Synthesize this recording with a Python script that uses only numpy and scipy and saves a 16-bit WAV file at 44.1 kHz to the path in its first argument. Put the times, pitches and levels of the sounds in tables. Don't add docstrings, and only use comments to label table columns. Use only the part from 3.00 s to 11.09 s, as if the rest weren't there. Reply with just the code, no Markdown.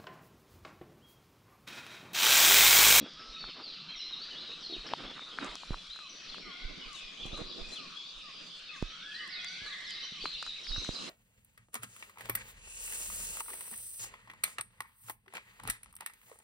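import sys
import numpy as np
from scipy import signal
from scipy.fft import rfft, irfft, next_fast_len
from scipy.io import wavfile
from scipy.ndimage import uniform_filter1d, map_coordinates

SR = 44100
rng = np.random.default_rng(int(sys.argv[2]) if len(sys.argv) > 2 else 0)


def to_wav(sig):
    pcm = np.clip(np.atleast_2d(sig), -1, 1) * 32767
    pcm = np.round(pcm).astype(np.int16)
    wavfile.write(sys.argv[1], SR, pcm.T)


N = 356945

# (frequency [Hz], density [dB per Hz])
AIR_SPECTRUM = [(90, -64), (125, -7), (170, 5), (300, -10), (700, -9), (1000, -43.5)]
# (time [s], relative level [dB])
FAR_LEVEL = [(0.0, -43.5), (0.31, -45), (8.09, -44)]
# (frequency [Hz], density [dB per Hz])
BLUR_SPECTRUM = [(500, -35), (850, -16.5), (1150, -3), (2000, -4.5), (2600, 1.5), (3600, 5.5), (5600, -7.5),
                 (7500, -28), (10000, -88)]
# (frequency [Hz], density [dB per Hz])
RUSTLE_SPECTRUM = [(3240, -14), (5500, -39.5), (5830, -7.5), (7290, -11), (9960, -22.5), (11400, -30.5),
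                   (16000, -61)]
# (time [s], relative level [dB])
RUSTLE_LEVEL = [(0.0, -76), (1.1, -77.5), (2.54, -66.5), (3.51, -74), (4.69, -72), (5.25, -75.5),
                (6.74, -68), (7.23, -72.5), (8.09, -56)]
# (time [s], relative level at the height [dB])
RUSTLE_PUFFS = [(1.33, -76), (1.52, -75), (2.45, -68), (2.95, -81), (3.96, -58), (4.18, -75), (4.27, -68),
                (4.39, -67), (4.58, -69), (4.73, -56.5), (4.97, -71), (5.18, -72), (5.47, -63.5),
                (5.57, -67), (5.77, -69), (6.13, -73), (6.28, -78), (6.68, -66), (6.9, -65), (7.26, -61.5),
                (7.46, -65), (7.89, -64)]
PUFF_RISE_S, PUFF_FALL_S = 0.027, 0.039

# (frequency [Hz], density [dB per Hz])
SWAY_SPECTRUM = [(12, 1.5), (30, -9.5), (60, -7.5), (110, -44), (200, -85)]
STILL_DB = -70.5
# (time [s], relative level at the height [dB])
GRIP_JOLTS = [(.3, -49), (.45, -50), (.96, -56), (1.79, -45), (2.05, -49), (2.5, -49), (2.72, -32.5),
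              (2.9, -58), (3.3, -50.5), (3.45, -54), (3.65, -37), (3.71, -47), (3.87, -48.5), (4.05, -51),
              (4.23, -48), (4.29, -44), (4.34, -49), (4.38, -49), (4.45, -46), (4.62, -40.5), (4.68, -51),
              (5.17, -52.5), (5.84, -40.5), (6.65, -56), (7.23, -51), (7.35, -55), (7.48, -55),
              (7.71, -33.5), (7.78, -36)]
JOLT_HZ, JOLT_DRIFT = 27, .2
JOLT_RISE_S, JOLT_FALL_S = 0.012, 0.022
# (frequency [Hz], density [dB per Hz])
RUB_SPECTRUM = [(53, -50.5), (90, -14), (259, -2), (789, -11.5), (888, -12.5), (1210, -6), (1800, -12.5),
                (3000, -13.5), (3900, -41), (6600, -120)]
# (time [s], relative level [dB])
RUB_LEVEL = [(0.0, -61.5), (0.45, -57.5), (1.78, -59), (1.91, -49), (2.34, -58.5), (2.88, -81),
             (3.22, -60.5), (3.47, -56.5), (4.1, -62.5), (4.4, -46), (4.93, -63.5), (7.64, -68.5),
             (7.8, -52.5), (8.09, -47.5)]
# (time [s], relative level at the height [dB])
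FINGER_SCUFFS = [(.01, -52.5), (.42, -52.5), (1.42, -53), (1.76, -77), (2.1, -56), (2.46, -43.5),
                 (2.72, -52), (3.4, -57), (3.7, -57), (3.87, -52), (4.27, -47), (4.34, -56), (4.44, -70),
                 (4.73, -59), (4.65, -63), (5.42, -60), (6.65, -57), (7.26, -60), (7.75, -50), (7.92, -77)]
SCUFF_RISE_S, SCUFF_FALL_S = 0.065, 0.045
# (time [s], gain [dB])
RUB_TREBLE_GAIN = [(0, 0), (2.6, 1.5), (3.4, -5), (4.2, -14), (5.3, -12), (7.0, 0.5), (7.8, -6), (8.09, -6)]
RUB_SPLIT_HZ = 720
# (time [s], relative level [dB], push length [s])
GRIP_THUMPS = [(2.707, -25.5, 0.0013), (3.651, -37.5, 0.0045), (4.255, -35.5, 0.0011), (4.33, -36, 0.0018),
               (4.416, -34, 0.0011), (4.47, -46, 0.00083), (7.781, -30.5, 0.0032), (5.826, -20.5, 0.00081),
               (6.619, -44, 0.0013), (7.891, -23.5, 0.00073)]
# (time [s], length [s], slips [per s], ring [Hz], relative level [dB])
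SHELL_CREAKS = [(0.01, .03, 72, 260, -25), (1.695, 0.067, 75, 347, -32), (2.423, .012, 60, 278, -24.5),
                (7.12, .012, 60, 196, -32.5), (7.238, .012, 60, 410, -30), (7.255, .012, 60, 267, -28.5)]
# (time [s], relative level [dB], ring [Hz], relative level of the bright tick [dB])
SHELL_CLICKS = [(0.441, -24, 1320, -82), (0.6, -32, 1220, -76), (1.89, -27, 1800, -57),
                (1.918, -33, 596, -74), (1.936, -12.5, 910, -68), (1.9365, -9.5, 3370, -76),
                (2.049, -32, 1320, -58), (2.18, -30.5, 1210, -67), (2.194, -25, 1300, -64),
                (2.387, -12.5, 1480, -72), (2.446, -31.5, 566, -46), (2.463, -34, 1510, -50),
                (2.481, -33, 1920, -80), (2.514, -26, 2180, -57), (2.555, -12.5, 5070, -70),
                (2.555, -31, 1130, -39.5), (2.634, -27.5, 1030, -68), (2.733, -28.5, 1090, -56),
                (2.743, -20, 1150, -67), (2.961, -31.5, 1420, -53), (2.99, -30, 1370, -60),
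                (3.345, -28, 1250, -57), (3.383, -33, 1320, -76), (3.931, -62, 1130, -42),
                (4.263, -38, 784, -45.5), (4.377, -30, 1140, -47.5), (5.824, -38, 664, -48),
                (6.277, -35, 1680, -46), (6.446, -21, 2100, -41.5), (6.664, -28, 1650, -50),
                (6.907, -37, 2130, -44.5), (7.256, -16.5, 1170, -66), (7.257, -15.5, 2330, -67),
                (7.427, -20.5, 1340, -39.5), (7.465, -26, 1360, -49), (7.475, -31.5, 1380, -74),
                (7.669, -23, 2200, -71), (7.718, -29.5, 1780, -71), (7.762, -24, 1400, -62),
                (7.847, -26.5, 1440, -43), (7.888, -35, 680, -56)]
# (frequency [Hz], width [Hz], gain [dB])
SHELL_MODES = [(5100, 280, 7), (7100, 2700, 20), (11100, 6500, -32)]

# (frequency [Hz], time to fall 60 dB [s])
TREE_T60 = [(800, 1.0), (2200, 1.3), (4000, 1.0), (7000, .7)]
STIR_S, STIR_PER_S = .00022, 26
LEAVES_DB, LEAVES_T60_S = 4, 0.19
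SCATTER_HZ, ECHO_TILT_DB = 3200, 4
NEAR_DB, DRIER = -58.5, 0.13
KIND_ECHO_DB = {"glide": 0, "plunge": -9, "chip": -5, "held": -2, "coo": -1.5, "crow": 2, "climb": 3.5}

FLUTTER_DB, FLUTTER_RAD, FLUTTER_HZ = 2.5, 1, 4110
WARBLE, WARBLE_PER_S = .012, 35
ATTACK, RELEASE, EDGE_S = .25, .25, .016

# (time [s], length [s], start [Hz], end [Hz], relative level [dB])
GLIDE_NOTES = [(6.948, 0.039, 3320, 2050, -58), (7.679, 0.036, 5250, 3900, -40.5),
               (6.411, 0.019, 6170, 4950, -53), (6.553, 0.031, 2960, 2180, -46.5),
               (0.187, 0.043, 5810, 4660, -51), (0.705, 0.083, 3750, 2540, -51),
               (7.146, 0.023, 2080, 3130, -48.5), (0.317, 0.067, 3590, 3920, -44.5),
               (0.377, 0.025, 4190, 4500, -44), (0.4, 0.034, 4560, 4330, -42.5),
               (.44, 0.043, 4370, 4510, -59), (0.415, 0.048, 3700, 3540, -46),
               (0.62, 0.1, 5060, 3840, -43.5), (0.882, 0.057, 3040, 3265, -44),
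               (0.951, 0.1, 6130, 4700, -51.5), (0.984, 0.13, 3980, 4116, -42.5),
               (1.202, 0.046, 4200, 4840, -42.5), (1.3, 0.047, 3180, 2880, -45.5),
               (0.984, 0.029, 3110, 2770, -44.5), (1.12, 0.033, 4130, 3630, -39),
               (1.343, 0.098, 2900, 4276, -44), (1.603, 0.04, 6260, 4700, -50.5),
               (1.625, 0.067, 4670, 3980, -42), (1.864, 0.019, 6450, 3706, -45),
               (2.128, 0.086, 4040, 3590, -47), (2.38, 0.076, 4220, 3640, -51.5),
               (2.479, 0.046, 4650, 3500, -50), (2.893, 0.054, 3540, 4185, -43),
               (3.087, 0.039, 6460, 5400, -52), (3.252, 0.089, 4420, 4710, -55),
               (3.935, 0.07, 4240, 3224, -47), (3.833, 0.039, 2886, 2300, -49.5),
               (4.01, 0.045, 2690, 2395, -46.5), (4.309, 0.074, 3304, 4190, -43),
               (4.621, 0.058, 2383, 2584, -48), (7.367, 0.017, 2460, 3210, -47),
               (7.384, 0.02, 3210, 2450, -46.5), (7.17, 0.024, 3100, 2144, -49),
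               (7.668, 0.02, 4430, 5350, -41), (7.915, 0.032, 4280, 5160, -42.5),
               (4.492, 0.029, 4860, 3400, -44.5), (5.664, 0.045, 4060, 3400, -49.5),
               (5.732, 0.04, 2516, 1470, -49.5), (5.888, 0.095, 2870, 3390, -51),
               (6.29, 0.14, 5320, 3210, -44), (6.429, 0.16, 3125, 4610, -50),
               (6.638, 0.054, 4820, 3880, -44.5), (6.716, 0.028, 4050, 3176, -40.5),
               (6.835, 0.077, 4780, 3155, -45), (6.865, 0.058, 5740, 4480, -45.5),
               (6.912, 0.065, 4500, 3700, -45), (6.964, 0.1, 3570, 4120, -44.5),
               (6.995, 0.025, 4370, 5950, -56), (7.199, 0.029, 2500, 3570, -42.5),
               (7.202, .025, 2540, 2520, -48), (7.422, 0.027, 2636, 2400, -53),
               (4.163, 0.041, 2700, 3380, -53), (7.207, 0.0263, 4950, 4250, -40),
               (7.234, 0.054, 4200, 4015, -39), (7.303, 0.057, 4090, 3530, -41.5),
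               (7.459, 0.062, 4085, 3715, -41), (7.632, 0.028, 6400, 4220, -46),
               (7.655, 0.15, 3570, 2600, -53.5), (7.709, 0.065, 3830, 3794, -37),
               (7.753, 0.075, 3816, 4133, -40.5), (7.759, 0.037, 5380, 6130, -46),
               (7.944, 0.031, 5000, 3820, -41.5), (3.501, 0.056, 3000, 3557, -48.5),
               (3.534, .04, 3600, 3200, -57), (3.781, 0.04, 2754, 1860, -59),
               (4.221, 0.041, 3400, 2290, -47), (6.48, 0.016, 6020, 5250, -50),
               (0.931, 0.032, 2930, 2000, -48.5), (1.01, .04, 2724, 2060, -56),
               (7.902, .03, 3485, 2530, -53), (7.79, 0.027, 2800, 2050, -55),
               (7.985, .025, 3340, 2590, -47)]
HOOK = .68
# (time [s], top [Hz], relative level [dB])
PLUNGE_NOTES = [(.477, 3570, -51.5), (1.711, 3860, -46.5), (3.3, 4010, -48), (4.737, 3950, -43)]
PLUNGE_HZ_PER_S, PLUNGE_END_HZ = 22000, 2180
# (time [s], top [Hz], flick [share of pitch], relative level [dB])
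CHIP_NOTES = [(.001, 3350, 0.032, -48.5), (1.4, 4710, 0.062, -55), (1.497, 4200, 0.077, -50.5),
              (2.053, 3510, 0.09, -44.5), (2.764, 3460, 0.049, -47.5), (3.379, 5470, .06, -54),
              (4.188, 3460, 0.15, -40), (4.955, 3460, 0.109, -40.5), (7.375, 4920, 0.11, -47.5)]
CHIP_S = 0.0655
# (time [s], length [s], pitch [Hz], relative level [dB])
HELD_NOTES = [(0.363, 0.011, 2560, -43.5), (0.875, 0.081, 4040, -45), (0.943, 0.03, 3700, -41.5),
              (4.717, 0.026, 4100, -43), (4.219, 0.11, 3960, -56), (4.511, 0.025, 3430, -43.5),
              (5.039, 0.022, 3427, -59), (7.81, 0.025, 3630, -43), (7.463, 0.034, 3990, -47),
              (6.897, 0.037, 3035, -44.5), (1.439, 0.1, 3733, -45.5), (1.691, 0.077, 3840, -42),
              (2.227, 0.055, 3930, -53), (3.289, 0.024, 4120, -44), (3.809, 0.03, 2930, -46.5),
              (4.04, 0.048, 3470, -49), (2.405, 0.043, 2513, -50), (2.592, 0.046, 2440, -54),
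              (2.668, 0.1, 4000, -50.5), (3.105, 0.16, 5800, -62), (3.199, 0.021, 2580, -50),
              (3.414, 0.026, 2365, -49), (3.949, 0.12, 3570, -60), (4.426, 0.12, 4800, -51.5),
              (4.552, 0.093, 4840, -56), (4.85, 0.028, 2420, -51.5), (5.195, 0.3, 4815, -56),
              (5.689, 0.023, 2577, -41.5), (5.862, 0.091, 5700, -60), (6.007, 0.061, 3393, -46.5),
              (6.112, 0.018, 3190, -43), (6.118, 0.12, 4650, -56), (6.133, 0.049, 4040, -46.5),
              (6.19, 0.039, 2980, -45.5), (6.356, 0.077, 2510, -48), (6.455, 0.043, 4610, -44),
              (7.013, 0.056, 5800, -52), (7.02, 0.046, 3093, -42.5), (7.299, 0.22, 4190, -56),
              (7.955, 0.052, 4000, -46), (3.008, 0.081, 2560, -54.5), (3.53, 0.23, 4440, -82),
              (3.795, 0.082, 4680, -62), (4.797, 0.17, 4600, -73), (8.036, 0.019, 2750, -48)]
SAG = 0.0143
# (time [s], relative level [dB])
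COO_NOTES = [(2.99, -53), (3.445, -51), (3.877, -51), (4.328, -51), (4.782, -52), (5.228, -52),
             (5.705, -52), (6.195, -52), (6.66, -54), (7.13, -57)]
# (start [Hz], middle [Hz], end [Hz])
COO_PITCHES = (1285, 1165, 1010)
COO_S = .095
# (time [s], length [s], pitch [Hz], relative level [dB])
CROW_CALLS = [(3.413, 0.29, 728, -57), (6.294, 0.293, 738, -54.5)]
# (multiple of the pitch, gain [dB])
CROW_OVERTONES = [(1, -14.5), (2.001, -1), (2.83, -3), (3, 2.5)]
# (time [s], pitch [Hz], relative level [dB])
CLIMBING_CALLS = [
    [(5.84, 1220, -61), (5.97, 1450, -61), (6.02, 1520, -55.5), (6.055, 1680, -51), (6.12, 1720, -54),
     (6.165, 1880, -47), (6.195, 2040, -52), (6.25, 2050, -47.5), (6.275, 1900, -49)],
    [(6.6, 1580, -43), (6.63, 1690, -53), (6.68, 1720, -52.5), (6.715, 2030, -48), (6.745, 2060, -47),
     (6.77, 1800, -59), (6.79, 1855, -50), (6.81, 2130, -56), (7.0, 2135, -65), (7.05, 2040, -58)],
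]
# (time [s], pitch [Hz], relative level [dB])
ARCHING_CALL = [(.15, 1160, -67), (.19, 1300, -53.5), (.31, 1323, -56), (.4, 1203, -72)]

# (time [s], left over right [dB])
CAMERA_TURN = [(0, 2.5), (2.2, 2), (4.5, 1), (6.5, -0.4), (8.09, -0.3)]
# (time [s], side gain [dB])
STEREO_WIDTH = [(0, -58), (.7, -80), (.9, -28), (1.4, -10.5), (2.2, -6.5), (3.6, 0.5)]
TOP_HZ = 15700


def amp(db):
    return 10 ** (np.asarray(db) / 20)


def unit(x):
    return x / np.sqrt(np.mean(x ** 2) + 1e-20)


def along(points, hz):
    f, v = np.transpose(points)
    return np.interp(np.log(hz + 1), np.log(f + 1), v)


def curve(rows):
    s, values = np.transpose(rows)
    return np.interp(np.arange(N) / SR, s, values)


def swells(rows, rise, fall):
    t = np.arange(N) / SR
    return sum(amp(db) * np.exp(np.minimum((t - s) / rise, (s - t) / fall)) for s, db in rows)


def wobble(rate):
    knots = rng.standard_normal(int(N * rate / SR) + 4)
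    return map_coordinates(knots, [np.arange(N) * rate / SR])


def filtered(x, response):
    m = next_fast_len(N + SR // 2)
    return irfft(rfft(x, m) * response(np.fft.rfftfreq(m, 1 / SR)), m)[..., :N]


def sides(pan_db):
    return amp(np.array([pan_db / 2, -pan_db / 2]))


def left_right(mid, side):
    return np.array([mid + side, mid - side])


def add(track, s, sound):
    part = track[..., round(s * SR):][..., :sound.shape[-1]]
    part += sound[..., :part.shape[-1]]


def crackle(rate, spread_db):
    struck = rng.random((2, N)) < rate / SR
    return struck * amp(spread_db * rng.standard_normal((2, N))) * rng.standard_normal((2, N))


def rush(spectrum, side_db, patchy_db, grains=0):
    z = signal.stft(rng.standard_normal((2, N)) + grains, nperseg=512)[2]
    field = rng.standard_normal(z.shape[1:])
    field = uniform_filter1d(uniform_filter1d(field, 5, 0), 12, 1)
    pair = signal.istft(z * amp(patchy_db * unit(field)), nperseg=512)[1][:, :N]
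    mid, side = filtered(pair, lambda hz: amp(along(spectrum, hz)))
    return unit(left_right(mid, amp(side_db) * side))


def trees(x):
    hz, t, z = signal.stft(rng.standard_normal((2, SR)), SR, nperseg=256)
    decay = amp(-60 * t / along(TREE_T60, hz)[:, None])
    build_up = 1 - np.exp(-t / .03)
    mid, side = signal.istft(z * decay * build_up, SR, nperseg=256)[1]
    echoes = left_right(mid, amp(-5) * side) / np.linalg.norm(mid)
    stirred = map_coordinates(x, [np.arange(N) + STIR_S * SR * wobble(STIR_PER_S)])
    return signal.fftconvolve(stirred[None], echoes, axes=1)[:, :N]


def leaves(x):
    t = np.arange(SR // 6) / SR
    common, separate = rng.standard_normal(len(t)), rng.standard_normal((2, len(t)))
    smear = (common + .5 * separate) * amp(-60 * t / LEAVES_T60_S)
    scattered = signal.fftconvolve(x, smear / np.linalg.norm(smear[0]), axes=1)[:, :N]
    return x + amp(LEAVES_DB) * filtered(scattered, lambda hz: hz ** 2 / (hz ** 2 + SCATTER_HZ ** 2))


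def whistle(hz):
    t = np.arange(len(hz)) / SR
    rates, knot_sets = (190, 190, WARBLE_PER_S), rng.standard_normal((3, 100))
    level, lag, drift = (np.interp(t * rate, np.arange(100), knots) for rate, knots in zip(rates, knot_sets))
    rough = (hz.mean() / FLUTTER_HZ) ** 2
    attack = t / min(ATTACK * t[-1], EDGE_S)
    release = t[::-1] / min(RELEASE * t[-1], 2 * EDGE_S)
    swell = np.clip(np.minimum(attack, release), 0, 1)
    turns = np.cumsum(hz * (1 + WARBLE * rough * drift)) / SR
    flutter = unit(amp(FLUTTER_DB * rough * level))
    return swell * flutter * np.sin(2 * np.pi * turns + FLUTTER_RAD * rough * lag)


def note(length, start_hz, mid_hz, end_hz):
    u = np.arange(round(length * SR)) / (length * SR)
    return whistle(start_hz * 2 * (u - .5) * (u - 1) - mid_hz * 4 * u * (u - 1) + end_hz * 2 * u * (u - .5))


def air():
    return amp(-67.0) * rush(AIR_SPECTRUM, side_db=-11.5, patchy_db=3.5)


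def far_song(count=600):
    chirps, level_db = np.zeros(N), curve(FAR_LEVEL)
    for s, length, pitch, bend, fall, size in rng.random((count, 6)):
        hz = 2400 * 2.2 ** pitch
        song = note(0.02535 + 0.07 * length, hz * (0.8 + 0.55 * fall), hz * (1 + .3 * bend), hz)
        add(chirps, s * N / SR, amp(6.5 * size - 0.007 * abs(hz - 3700)) * song)
    chorus = unit(amp(-6.0) * chirps + trees(chirps))
    blur = rush(BLUR_SPECTRUM, side_db=-5.5, patchy_db=4)
    return amp(level_db - 10) * chorus + amp(level_db - 7) * blur


def rustle():
    grain = rush(RUSTLE_SPECTRUM, side_db=-2, patchy_db=2, grains=5 * crackle(300, 4))
    level = amp(curve(RUSTLE_LEVEL)) + swells(RUSTLE_PUFFS, PUFF_RISE_S, PUFF_FALL_S)
    return level * amp(3 + 1.5 * wobble(10)) * grain * sides(5.)[:, None]


def sway():
    swing_hz = JOLT_HZ * (1 + JOLT_DRIFT * wobble(15))
    swing = np.sqrt(2) * np.sin(2 * np.pi * np.cumsum(swing_hz) / SR)
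    jolts = swells(GRIP_JOLTS, JOLT_RISE_S, JOLT_FALL_S) * swing
    still = unit(amp(3 * wobble(14)) * rush(SWAY_SPECTRUM, side_db=-20, patchy_db=1))
    return (jolts + amp(STILL_DB) * still) * sides(-6.5)[:, None]


def rub():
    slips = rush(RUB_SPECTRUM, side_db=-3, patchy_db=2.5, grains=4 * crackle(400, 2.5))
    level = amp(curve(RUB_LEVEL)) + swells(FINGER_SCUFFS, SCUFF_RISE_S, SCUFF_FALL_S)
    skin = level * unit(amp(3.5 * wobble(45)) * slips)
    treble = filtered(skin, lambda hz: hz ** 4 / (hz ** 4 + RUB_SPLIT_HZ ** 4))
    skin = skin + (amp(curve(RUB_TREBLE_GAIN)) - 1) * treble
    return skin * sides(-4.5)[:, None]


def thumps():
    out, t = np.zeros(N), np.arange(SR // 8) / SR
    swing = 0.096 * np.sin(2 * np.pi * 28 * t) * amp(-60 * t / 0.13)
    for s, db, push in GRIP_THUMPS:
        dip = -(t / push) * (2 - t / push) * np.exp(-t / push)
        add(out, s, amp(db + 6.5) * (dip + swing))
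    return out * sides(-6.5)[:, None]


def creaks():
    out, t = np.zeros(N), np.arange(SR // 30) / SR
    envelope = amp(-60 * t / 0.024) * (1 - np.exp(-t / 0.003))
    for s, length, rate, hz, db in SHELL_CREAKS:
        ring = (np.sin(2 * np.pi * hz * t) + 0.26 * np.sin(3.9 * np.pi * hz * t)) * envelope
        for slip in np.arange(0, length, 1 / rate):
            add(out, s + slip + rng.uniform(0, 0.0019), amp(db + rng.normal(0, 4.9)) * ring)
    return out


def shell(f):
    modes = sum((-1) ** k * amp(db) * 1j * f * width / (centre * centre - f * f + 1j * f * width)
                for k, (centre, width, db) in enumerate(SHELL_MODES))
    return modes / (1 + (f / 9800.) ** 6)


def clicks():
    rings, blows, t = np.zeros(N), np.zeros(N), np.arange(SR // 40) / SR
    for s, db, hz, tick_db in SHELL_CLICKS:
        envelope = amp(-60 * t * hz / 7) * (1 - np.exp(-t / 0.00037))
        add(rings, s, amp(db + 0.5) * -np.sin(2 * np.pi * hz * t) * envelope)
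        blow = rng.standard_normal(120) * amp(np.linspace(-2, -30, 120))
        add(blows, s + 0.000052, amp(tick_db - 6.0) * blow)
    return rings * sides(4.)[:, None] + filtered(blows, shell) * sides(7.)[:, None]


def long_calls():
    near, path = np.zeros((2, N)), np.zeros(N)
    calls = [(rows, KIND_ECHO_DB["climb"]) for rows in CLIMBING_CALLS] + [(ARCHING_CALL, KIND_ECHO_DB["coo"])]
    for rows, echo_db in calls:
        s, hz, db = np.transpose(rows)
        t = np.arange(s[0], s[-1], 1 / SR)
        pitch, level = (uniform_filter1d(np.interp(t, s, c), size=600, mode="nearest") for c in (hz, db))
        add(near, s[0], amp(level) * whistle(pitch))
        add(path, s[0], amp(level + echo_db) * whistle(pitch))
    return leaves(near) + trees(path)


def songs():
    echo, low = KIND_ECHO_DB, PLUNGE_END_HZ
    out = [(s, n, a, a + HOOK * (b - a), b, db, echo["glide"]) for s, n, a, b, db in GLIDE_NOTES]
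    out += [(s, (a - low) / PLUNGE_HZ_PER_S, a, (a + low) / 2, low, db, echo["plunge"])
            for s, a, db in PLUNGE_NOTES]
    out += [(s, CHIP_S, a * (1 - w), a, a * (1 - w), db, echo["chip"]) for s, a, w, db in CHIP_NOTES]
    out += [(s, n, a * (1 + SAG), a, a * (1 - SAG), db, echo["held"]) for s, n, a, db in HELD_NOTES]
    out += [(s, COO_S, *COO_PITCHES, db, echo["coo"]) for s, db in COO_NOTES]
    out += [(s, n, k * a * 1.02, k * a * .98, k * a * 1.1, db + part_db, echo["crow"])
            for s, n, a, db in CROW_CALLS for k, part_db in CROW_OVERTONES]
    return sorted(out)


def birds():
    near, paths = np.zeros((3, 2, N)), np.zeros((3, N))
    for k, (s, length, start_hz, mid_hz, end_hz, db, echo_db) in enumerate(songs()):
        song = amp(db) * note(length, start_hz, mid_hz, end_hz)
        balance = sides(rng.normal(0, 3))[:, None]
        distance_db = -DRIER * (db - NEAR_DB)
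        tilt_db = ECHO_TILT_DB * np.log2(mid_hz / SCATTER_HZ)
        add(near[k % 3], s, song * balance)
        add(paths[k % 3], s, amp(echo_db + distance_db + tilt_db) * song)
    return sum(amp(-1.5) * leaves(direct) + trees(path) for direct, path in zip(near, paths))


def scene():
    forest = (far_song() + long_calls() + birds()) * sides(curve(CAMERA_TURN))
    camera = sway() + rub() + thumps() + creaks() + clicks()
    return air() + rustle() + camera + forest


def record(dry):
    mid, side = dry.mean(0), (dry[0] - dry[1]) / 2
    treble = filtered(side, lambda hz: hz ** 8 / (hz ** 8 + 9900.0 ** 8))
    side = treble + (side - treble) * amp(curve(STEREO_WIDTH))
    return filtered(left_right(mid, side), lambda hz: hz < TOP_HZ)


dry = scene()
out = record(dry)
to_wav(out)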